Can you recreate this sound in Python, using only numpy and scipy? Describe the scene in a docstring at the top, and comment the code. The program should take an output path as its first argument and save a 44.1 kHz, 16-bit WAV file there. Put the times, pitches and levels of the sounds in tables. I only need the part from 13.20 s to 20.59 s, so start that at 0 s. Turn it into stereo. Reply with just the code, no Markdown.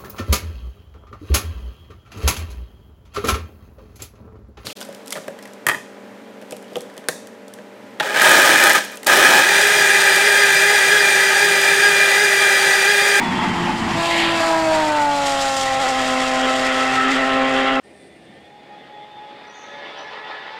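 """A six-cylinder racing car brakes into a corner, opens the throttle and sweeps past; then, abruptly,
it comes up a straight from far away. Its sound is tones tied to the turning engine over shaped noise.
Wandering tones make the gearbox whine and a distant drone; sliding bands of noise make a bird's chirr.
Tape hiss and a low hum lie beneath. One microphone feeds the left track; the right is almost silent."""
import sys
import numpy as np
from scipy import signal
from scipy.fft import rfft, irfft
from scipy.io import wavfile
from scipy.ndimage import uniform_filter1d

SR = 44100
rng = np.random.default_rng(int(sys.argv[2]) if len(sys.argv) > 2 else 0)


def waveform_to_disk(signal):
    """Save audio, clipped to [-1, 1], as 16-bit WAV at the path in sys.argv[1]."""
    frames = np.transpose(np.atleast_2d(signal))
    scaled = np.clip(frames, -1, 1) * 32767
    samples = np.round(scaled).astype(np.int16)
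    wavfile.write(sys.argv[1], SR, samples)


def voltage_ratio(decibels):
    """Convert decibels (scalar or array-like) to amplitude ratios, 20 dB per decade."""
    exponent = np.asarray(decibels, float) / 20
    return 10 ** exponent


N = 325881  # length in samples

# Source levels below are those before record() doubles the whole mix.
# The car in three stages; columns: start_s, engine_cycle_hz, roar_level_db
BRAKING = [(0.0, 63, -27), (0.306, 57.05, -25.5), (0.486, 57.9, -29), (0.638, 55.8, -27), (0.83, 56.1, -26)]
PASSING = [(0.75, 55.3, -27.5), (0.861, 56.42, -25), (1.0, 55.93, -20.5), (1.111, 55.88, -24.5),
           (1.25, 54.85, -22), (1.4, 54, -26.5), (1.55, 52.62, -24.5), (1.801, 49.05, -29.5),
           (2.13, 45.93, -26), (2.44, 44.42, -27.5), (2.89, 43.3, -26), (3.59, 43.57, -21.5),
           (3.83, 43.64, -21), (3.94, 44.25, -20.5), (4.11, 44.05, -22.5), (4.4, 44.16, -21),
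           (4.6, 44.45, -25.5)]
COMING = [(4.63, 67.36, -56), (5.151, 66.7, -53.5), (5.26, 68.55, -53.5), (5.931, 69.9, -48.5),
          (6.4, 70.36, -46), (6.52, 71.2, -40.5), (7.008, 71.64, -38.5), (7.189, 71.35, -38.5),
          (7.39, 73.45, -38)]
# Unequal cylinders, a row per stage: relative level_db of the weaker orders, by order number modulo 6
UNEVEN_CYLINDERS = [
    [-13.5, -17, 30, -17, -17, 5],
    [1, -14.5, -2, 0, -2, -13.5],
    [0, -11.5, -4, -10, -13, -7],
]
# Colour of exhaust and road noise, one or two (early, late) per stage; columns: pitch_hz, relative level_db
NOISE_COLOURS = [
    [[(59, -22), (100, 4), (184, 10.5), (355, -8.5), (530, -18.5), (879, -3), (1340, -14.5), (2040, -14.5),
     (6950, -34), (15500, -59)]],
    [[(180, -6), (300, -4.5), (446, -22), (663, -3), (2610, -16.5), (7250, -20.5), (15500, -43)],
     [(180, -20), (300, -14.5), (461, -9), (781, -6), (863, -12.5), (1540, -8), (1910, -10), (7020, -23.5),
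     (15500, -54.5)]],
    [[(59, -39), (100, 12.5), (362, -2), (808, -5.5), (1020, -40), (2000, -15), (5630, -33.5), (6660, -46),
     (8770, -20), (13400, -62), (15500, -68)], [(59, -55), (100, -44), (497, -10), (712, -10), (861, -4),
     (1130, -10), (3540, -18), (15500, -49.5)]],
]
# Manner of each stage; columns: weak_orders_over_noise_db, unsteady_speed_share, weak_order_fade_db,
# chopped_by_firing_share, colour_turn_s, colour_turn_length_s, strong_order_fade_db, noise_set_in_s,
# die_out_s, roar_top_hz, air_blur_factor
MANNER = [(-13.5, 0.008, 16, 0, 0.37, 0.24, 2.7, .003, .08, 3300, 1),
          (3.5, 0.0014, 8, 0.25, 1.83, 1, 3, .09, .002, 4020, 1),
          (4.5, 0.001, 7, 0.22, 5.56, 1, 4.2, .03, .002, 5500, 1.3)]
# Gearbox whines, one list each; columns: start_s, pitch_hz, level_db
WHINES = [
    [(0, 3460, -36), (.1, 3440, -36), (.14, 3125, -37), (.185, 3200, -35), (.26, 3125, -36),
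     (.64, 3030, -40)],
    [(.165, 3450, -35), (.23, 3350, -40), (.3, 3370, -46)],
    [(4.75, 3490, -69), (5.5, 3535, -62), (6.3, 3590, -56), (7.39, 3610, -52)],
    [(5.2, 3340, -64), (5.8, 3385, -61), (7.39, 3450, -58)],
]
# How far each whine wanders in strength: fade_db
WHINE_FADES = [3, 2, 8, 8]
# Revs shivering over bumps; columns: start_s, depth_share_of_speed, shiver_hz, decay_s
BUMPS = [(2.59, .055, 11.5, .09), (3.9, .045, 12, .08)]
# A bird chirrs nearby; each entry: half_width_hz and rows of start_s, pitch_hz, level_db
CHIRRS = [ (40, [(6.228, 4917, -57), (6.26, 4980, -58)]), (120, [(6.255, 6010, -55), (6.345, 5770, -50)]),
          (380, [(6.3, 6350, -45), (6.43, 6180, -49), (6.66, 6017, -61)]), (150, [(6.64, 5970, -56),
          (6.74, 5600, -59)]), (89.9, [(6.762, 5450, -60), (6.79, 5900, -46), (6.86, 6010, -58)]),
          (500, [(6.76, 5440, -51), (6.95, 5500, -61)]), ]
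# A distant drone; columns: start_s, pitch_hz, level_db
DRONE = [(4.62, 80.2, -67), (5.2, 77.4, -69), (5.5, 75, -85)]
# Colour of the tape hiss; columns: pitch_hz, relative level_db
HISS_COLOUR = [(50, -30), (130, 10.5), (3000, -1.5), (8000, -13.5), (15000, -27)]
# Tailpipe resonances; columns: pitch_hz, half_width_hz, extra_db (a third of it is used)
PIPE_RESONANCES = [(1270, 160, -8.5), (1915, 163, 0.5), (2700, 135, -5.5), (3224, 150, -6)]
# How far the resonances stand out in each noise colour, before that extra: lift_db
PIPE_LIFTS = [
    [5],
    [4, 8],
    [0, 2.5],
]
# The intake howls as the throttle opens; columns: middle_s, half_length_s, low_hz, high_hz, level_db
INTAKE_HOWL = (0.97, 0.15, 1600, 4800, 3)
# Parts that stand out in each stage; columns: early_level_db, late_level_db, share_of_roar_changes
PARTS = [{"rumble": (-33, -29.5, 0.083), "rasp": (-38, -36, 0.069), "order 3": (-30, -32, 0.15),
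         "order 4": (-31, -42, .3), "order 6": (-36, -28.5, 0.3),
         "order 15": (-25.5, -49, 0.29)}, {"rumble": (-33, -43, 0.24), "rasp": (-30, -25, 0.99),
         "order 6": (-25.5, -23, 0.11), "order 9": (-37.5, -32, 0.13), "order 12": (-21.5, -24.5, 0.52),
         "order 15": (-30.5, -28.5, 0.43), "order 18": (-30.5, -25, 0.087), "order 24": (-35, -29.5, 0.13),
         "order 30": (-36, -28, 0.22), "order 36": (-44, -40, 0.47), "order 42": (-39.5, -40, 0.49),
         "order 48": (-40, -36.5, 0.25), "order 60": (-46.5, -39, 0.26)}, {"rumble": (-58, -62.5, 0.21),
         "rasp": (-33.5, -111, 0.088), "order 6": (-37.5, -51, 1), "order 8": (-54, -50.5, 0.59),
         "order 12": (-48, -41.5, 0.99), "order 24": (-66, -42.5, 1), "order 27": (-46.5, -47.5, 0.97)}]
# Single parts swell or sink for a while; columns: middle_s, half_length_s, change_db
SWELLS = {"rumble": [(.49, 0.062, -4), (5.12, 0.2, 9)], "rasp": [(.92, 0.071, 1.5), (2.25, 0.36, 5),
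          (4.5, 0.87, -13)], "order 4": [(.64, 0.076, 17)], "order 6": [(2.4, 0.53, -9)],
          "order 8": [(6.62, 0.21, 7)], "order 9": [(2.4, 0.97, -14.5)], "order 12": [(1.04, 0.08, -13),
          (3.8, 0.12, -10), (5.1, 0.14, -17), (5.7, 0.63, 12.5), (6.7, 0.096, -16)],
          "order 15": [(.49, 0.11, 18.5), (2.44, 0.088, -11), (3.85, 0.089, -33.5)],
          "order 18": [(.88, 0.058, 8.5), (1.8, 0.23, 8), (2.4, 0.62, 5)], "order 24": [(3.87, 0.16, -11)],
          "order 30": [(1.8, 0.084, 6), (3.9, 0.27, 6)], "order 42": [(.96, .08, 9), (2.3, .3, 8),
          (3.95, 0.36, 14)]}
# All strong orders above the firing rate sink together; columns: middle_s, half_length_s, change_db
DIPS = [(3.56, 0.016, -1), (3.936, 0.016, -11)]
# Treble of the microphone; columns: pitch_hz, level_db
MICROPHONE = [(4800, -0.93), (6250, -6.5), (7400, -1), (11500, -4)]
# When the loudest spits sound in the rasp: start_s
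LOUD_SPITS = [2.06, 2.205, 2.365, 2.41, 2.687]

# A peak slides down through the orders, like a ground echo that lags more and more.
SLIDE_S, SLIDE_HALF_S, SLIDE_FALL_S = 1.325, 0.54, 0.12  # middle, half length, time constant of the fall
SLIDE_FROM_HZ, SLIDE_TO_HZ = 1020, 540  # pitch at the middle, and the pitch it settles to
SLIDE_OCTAVES, SLIDE_DB = 0.75, 7  # half width and height of the peak
# With little air between car and microphone, this share is taken off the blur factor.
NEAR_S, NEAR_HALF_S, NEAR_CLEAR = 2.15, 0.5, 0.7
SPITS_PER_S, SPIT_DECAY_S, SPIT_DB = 30, 0.015, -12
LOUD_SPIT_SIZE = 4.5  # small spits are held to 2 at most
HUM_DB, HUM_DROP_DB, HISS_DB, LEAK_DB = -46, -45, -57.5, -60
TAPE_KNEE = 1.07  # peaks round off towards this height


def engine(rows, parts, uneven, colours, lifts, manner):
    """Tones at multiples (orders) of the engine cycle sound over noise that each firing chops."""
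    t, hz, roar_db = columns(rows)
    orders_db, unsteady, fade_db, chop, turn_s, turn_span, strong_fade_db, set_in_s, die_s, top_hz, haze = manner
    blur = haze - NEAR_CLEAR * bells(t, [(NEAR_S, NEAR_HALF_S, 1)])
    late = 0.5 + 0.5 * np.tanh((t - turn_s) / turn_span)
    level = {}
    for name, (early_db, late_db, share) in parts.items():
        level[name] = early_db + (late_db - early_db) * late + share * (roar_db - roar_db.max())
        level[name] += bells(t, SWELLS.get(name, []))

    turns = engine_turns(t, hz, unsteady * blur)
    tones, weak = firing_orders(t, hz, turns, level, uneven, blur, fade_db, strong_fade_db)
    puffs = exhaust_puffs(turns, chop)
    drive = evened(puffs * rng.standard_normal(len(t))) + voltage_ratio(orders_db) * evened(weak) * 0.29
    early_body = piped(coloured(drive, colours[0]), lifts[0])
    late_body = piped(coloured(drive, colours[-1]), lifts[-1])
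    bodies = [(1 - late, early_body), (late, late_body)]

    noise = voltage_ratio(level["rumble"]) * evened(band(drive, 75, 193))
    noise += voltage_ratio(roar_db) * exhaust_roar(t, bodies, top_hz)
    noise += voltage_ratio(level["rasp"]) * exhaust_rasp(t, bodies)
    age = (t - t[0]) / set_in_s
    # The orders set in sooner than the noise.
    sound = tones * np.clip(3 * age, 0, 1) + noise * np.sqrt(np.clip(age, 0, 1))
    return sound * np.sqrt(np.clip((t[-1] - t) / die_s, 0, 1))


def engine_turns(t, hz, unsteady):
    """Adds up engine cycles at a speed that wanders and shivers over bumps."""
    speed = 1 + unsteady * drift(t, 40)
    for s, depth, bump_hz, decay_s in BUMPS:
        since = np.maximum(t - s, 0)
        speed += depth * np.exp(-since / decay_s) * np.sin(2 * np.pi * bump_hz * since)
    return np.cumsum(hz * speed) / SR


def firing_orders(t, hz, turns, level, uneven, blur, fade_db, strong_fade_db):
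    """Repeating firings give tones at whole multiples of the cycle; air on the way makes them fade."""
    peak_hz = SLIDE_TO_HZ + (SLIDE_FROM_HZ - SLIDE_TO_HZ) * np.exp((SLIDE_S - t) / SLIDE_FALL_S)
    slide_db = bells(t, [(SLIDE_S, SLIDE_HALF_S, SLIDE_DB)])
    dip_db = bells(t, DIPS)
    strong, weak = np.zeros(len(t)), np.zeros(len(t))
    for k in range(1, 91):
        name = "order " + str(k)
        # Strong orders nearly line up into one blow per firing.
        start = rng.random() * (0.12 if name in level else 1)
        shiver = 0.004 * k * blur * drift(t, 30)
        wave = np.cos(2 * np.pi * (k * turns + start + shiver))
        fade = np.tanh(drift(t, 5 + 0.4 * k))  # high orders flutter faster
        if name in level:
            octaves_off = np.log2(k * hz / peak_hz)
            lift_db = slide_db * np.exp(-(octaves_off / SLIDE_OCTAVES) ** 2) + dip_db * (k > len(uneven))
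            unrest_db = blur * (strong_fade_db * fade + 0.08 * k * np.tanh(drift(t, 45)))
            roughness = 1 + 0.013 * k * blur * drift(t, 160)
            strong += np.sqrt(2) * voltage_ratio(level[name] + lift_db + unrest_db) * wave * roughness
        else:
            weak += voltage_ratio(uneven[k % 6] + fade_db * fade) * wave
    return strong, weak


def exhaust_puffs(turns, chop):
    """Six firings per cycle each start a decaying puff of uneven size."""
    decay = np.exp(-(6 * turns % 1) / 0.54)
    return 1 - chop + 1.05 * chop * decay * voltage_ratio(12 * np.tanh(drift(6 * turns, 1)))


def exhaust_roar(t, bodies, top_hz):
    """Mid-range exhaust noise flutters in pipe bands and howls as the throttle opens."""
    roar = blend(bodies, 276, top_hz, (1300, 4500)) * voltage_ratio(1.37 * drift(t, 12))
    for lo_hz, hi_hz in ((1150, 1430), (1700, 2550), (2500, 3900)):
        roar += band(roar, lo_hz, hi_hz) * (voltage_ratio(2 * drift(t, 26)) - 1)
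    s, half_s, lo_hz, hi_hz, howl_db = INTAKE_HOWL
    roar += voltage_ratio(howl_db) * np.exp(-((t - s) / half_s) ** 2) * band(roar, lo_hz, hi_hz)
    return roar


def exhaust_rasp(t, bodies):
    """Treble exhaust noise comes in uneven bursts, with sharp decaying spits on top."""
    crackle = voltage_ratio(2.27 * np.tanh(drift(t, 25.22)) + 0.27 * drift(t, 180))
    rasp = blend(bodies, 5000, 15700, (5000, 12000)) * crackle
    spits = (rng.random(len(t)) < SPITS_PER_S / SR) * np.minimum(rng.exponential(size=len(t)), 2)
    for s in LOUD_SPITS:
        spits[np.abs(t - s) < 0.5 / SR] = LOUD_SPIT_SIZE
    spits = uniform_filter1d(spits, size=150)  # softens the onsets
    spits = signal.lfilter([1], [1, -np.exp(-1 / (SPIT_DECAY_S * SR))], spits)
    return rasp + voltage_ratio(SPIT_DB) * spits * (rasp + 0.52 * band(rasp, 12000, 18000))


def piped(x, lift_db):
    """The tailpipe strengthens sound near its resonances."""
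    hz = np.fft.rfftfreq(len(x), 1 / SR)
    gain_db = sum((lift_db + db / 3) / (1 + ((hz - f) / w) ** 2) for f, w, db in PIPE_RESONANCES)
    return irfft(rfft(x) * voltage_ratio(gain_db), len(x))


def blend(bodies, lo_hz, hi_hz, unit_band):
    """Crossfades one band of the coloured noises, each scaled by its strength in unit_band."""
    return sum(share * band(body, lo_hz, hi_hz) / np.std(band(body, *unit_band)) for share, body in bodies)


def gearbox_whine(rows, fade_db):
    """Meshing gears whine at a pitch and strength that wander."""
    return wavering(*columns(rows), spread_hz=3 * fade_db, fade_db=fade_db)


def bird_chirr(half_hz, rows):
    """Slow noise times a gliding tone gives a thin or raspy band that slides."""
    t, hz, db = columns(rows)
    low_pass = signal.butter(3, half_hz, fs=SR, output="sos")
    fuzz = signal.sosfilt(low_pass, rng.standard_normal(len(t) + 2000))[2000:]  # skips the filter's start
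    fuzz = fuzz * voltage_ratio(1.3 * drift(t, 61))
    glide = np.sin(2 * np.pi * np.cumsum(hz) / SR)
    return voltage_ratio(db) * evened(fuzz * glide) * signal.windows.tukey(len(t), 0.45)


def distant_drone():
    """A low tone sinks in pitch and strength while its pitch wanders."""
    return wavering(*columns(DRONE), spread_hz=4.4, fade_db=0)


def tape_head_hum(t):
    """The spinning tape head gives low noise and a steady tone, far weaker from 4.6 s on."""
    shake = evened(band(rng.standard_normal(N), 7.7, 42))
    hum = evened(shake + 0.41 * np.sin(2 * np.pi * 25.5 * t))
    return hum * voltage_ratio(HUM_DB + HUM_DROP_DB * (t > PASSING[-1][0]))


def tape_hiss():
    """Tape hiss is steady random noise with a fixed colour."""
    return voltage_ratio(HISS_DB) * evened(coloured(rng.standard_normal(N), HISS_COLOUR))


def wavering(t, hz, db, spread_hz, fade_db):
    """A tone whose pitch and strength wander."""
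    turns = np.cumsum(hz + spread_hz * drift(t, 30)) / SR
    strength = np.sqrt(2) * voltage_ratio(db + fade_db * np.tanh(drift(t, 30)))
    return strength * np.sin(2 * np.pi * turns)


def drift(t, hz):
    """Smooth chance of roughly unit size that changes about hz times per unit of t."""
    knots = uniform_filter1d(rng.standard_normal(size=6000), size=4, mode="wrap")
    return np.interp((t - t[0]) * hz * 4, np.arange(len(knots)), 2 * knots)


def bells(t, rows):
    """Sum of bell-shaped changes over time."""
    return sum(height * np.exp(-((t - s) / half_s) ** 2) for s, half_s, height in rows)


def coloured(x, points):
    """Shapes the spectrum by a table read on a log-pitch axis."""
    hz = np.fft.rfftfreq(len(x), 1 / SR)
    f, db = np.transpose(points)
    return irfft(rfft(x) * voltage_ratio(np.interp(np.log(hz + 1), np.log(f + 1), db)), len(x))


def band(x, lo_hz, hi_hz):
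    """Keeps the sound between two pitches."""
    return signal.sosfilt(signal.butter(3, [lo_hz, hi_hz], "bandpass", fs=SR, output="sos"), x)


def evened(x):
    """Scales to an average (rms) strength of 1."""
    return x / np.sqrt(np.mean(x ** 2) + 1e-20)


def columns(rows):
    """Gives sample times and every other column joined by straight lines."""
    s, *values = np.transpose(rows)
    t = np.arange(s[0], s[-1], 1 / SR)
    return t, *(np.interp(t, s, v) for v in values)


def add(mix, s, sound):
    """Mixes a sound in at time s, in seconds."""
    part = mix[round(s * SR):][:len(sound)]
    part += sound[:len(part)]


def scene():
    """Places the car's three stages, its gears, the drone and the chirr in time."""
    mix = np.zeros(N)
    stages = (BRAKING, PASSING, COMING)
    for rows, *traits in zip(stages, PARTS, UNEVEN_CYLINDERS, NOISE_COLOURS, PIPE_LIFTS, MANNER):
        add(mix, rows[0][0], engine(rows, *traits))
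    for rows, fade_db in zip(WHINES, WHINE_FADES):
        add(mix, rows[0][0], gearbox_whine(rows, fade_db))
    add(mix, DRONE[0][0], distant_drone())
    for half_hz, rows in CHIRRS:
        add(mix, rows[0][0], bird_chirr(half_hz, rows))
    return np.array([mix, mix])


def top_cut(x):
    """Nothing passes above the cut-off."""
    return signal.sosfilt(signal.butter(12, 15760, fs=SR, output="sos"), x)


def record(dry):
    """The microphone fills the left track and barely leaks right; the tape adds hum, hiss and rounding."""
    t = np.arange(N) / SR
    hum = tape_head_hum(t)
    heard = coloured(dry[0], MICROPHONE) + hum + tape_hiss()
    left = TAPE_KNEE * np.tanh(2 * heard / TAPE_KNEE)
    right = voltage_ratio(LEAK_DB) * left + 0.2 * hum
    return top_cut(np.array([left, right]))


dry = scene()
out = record(dry)
waveform_to_disk(out)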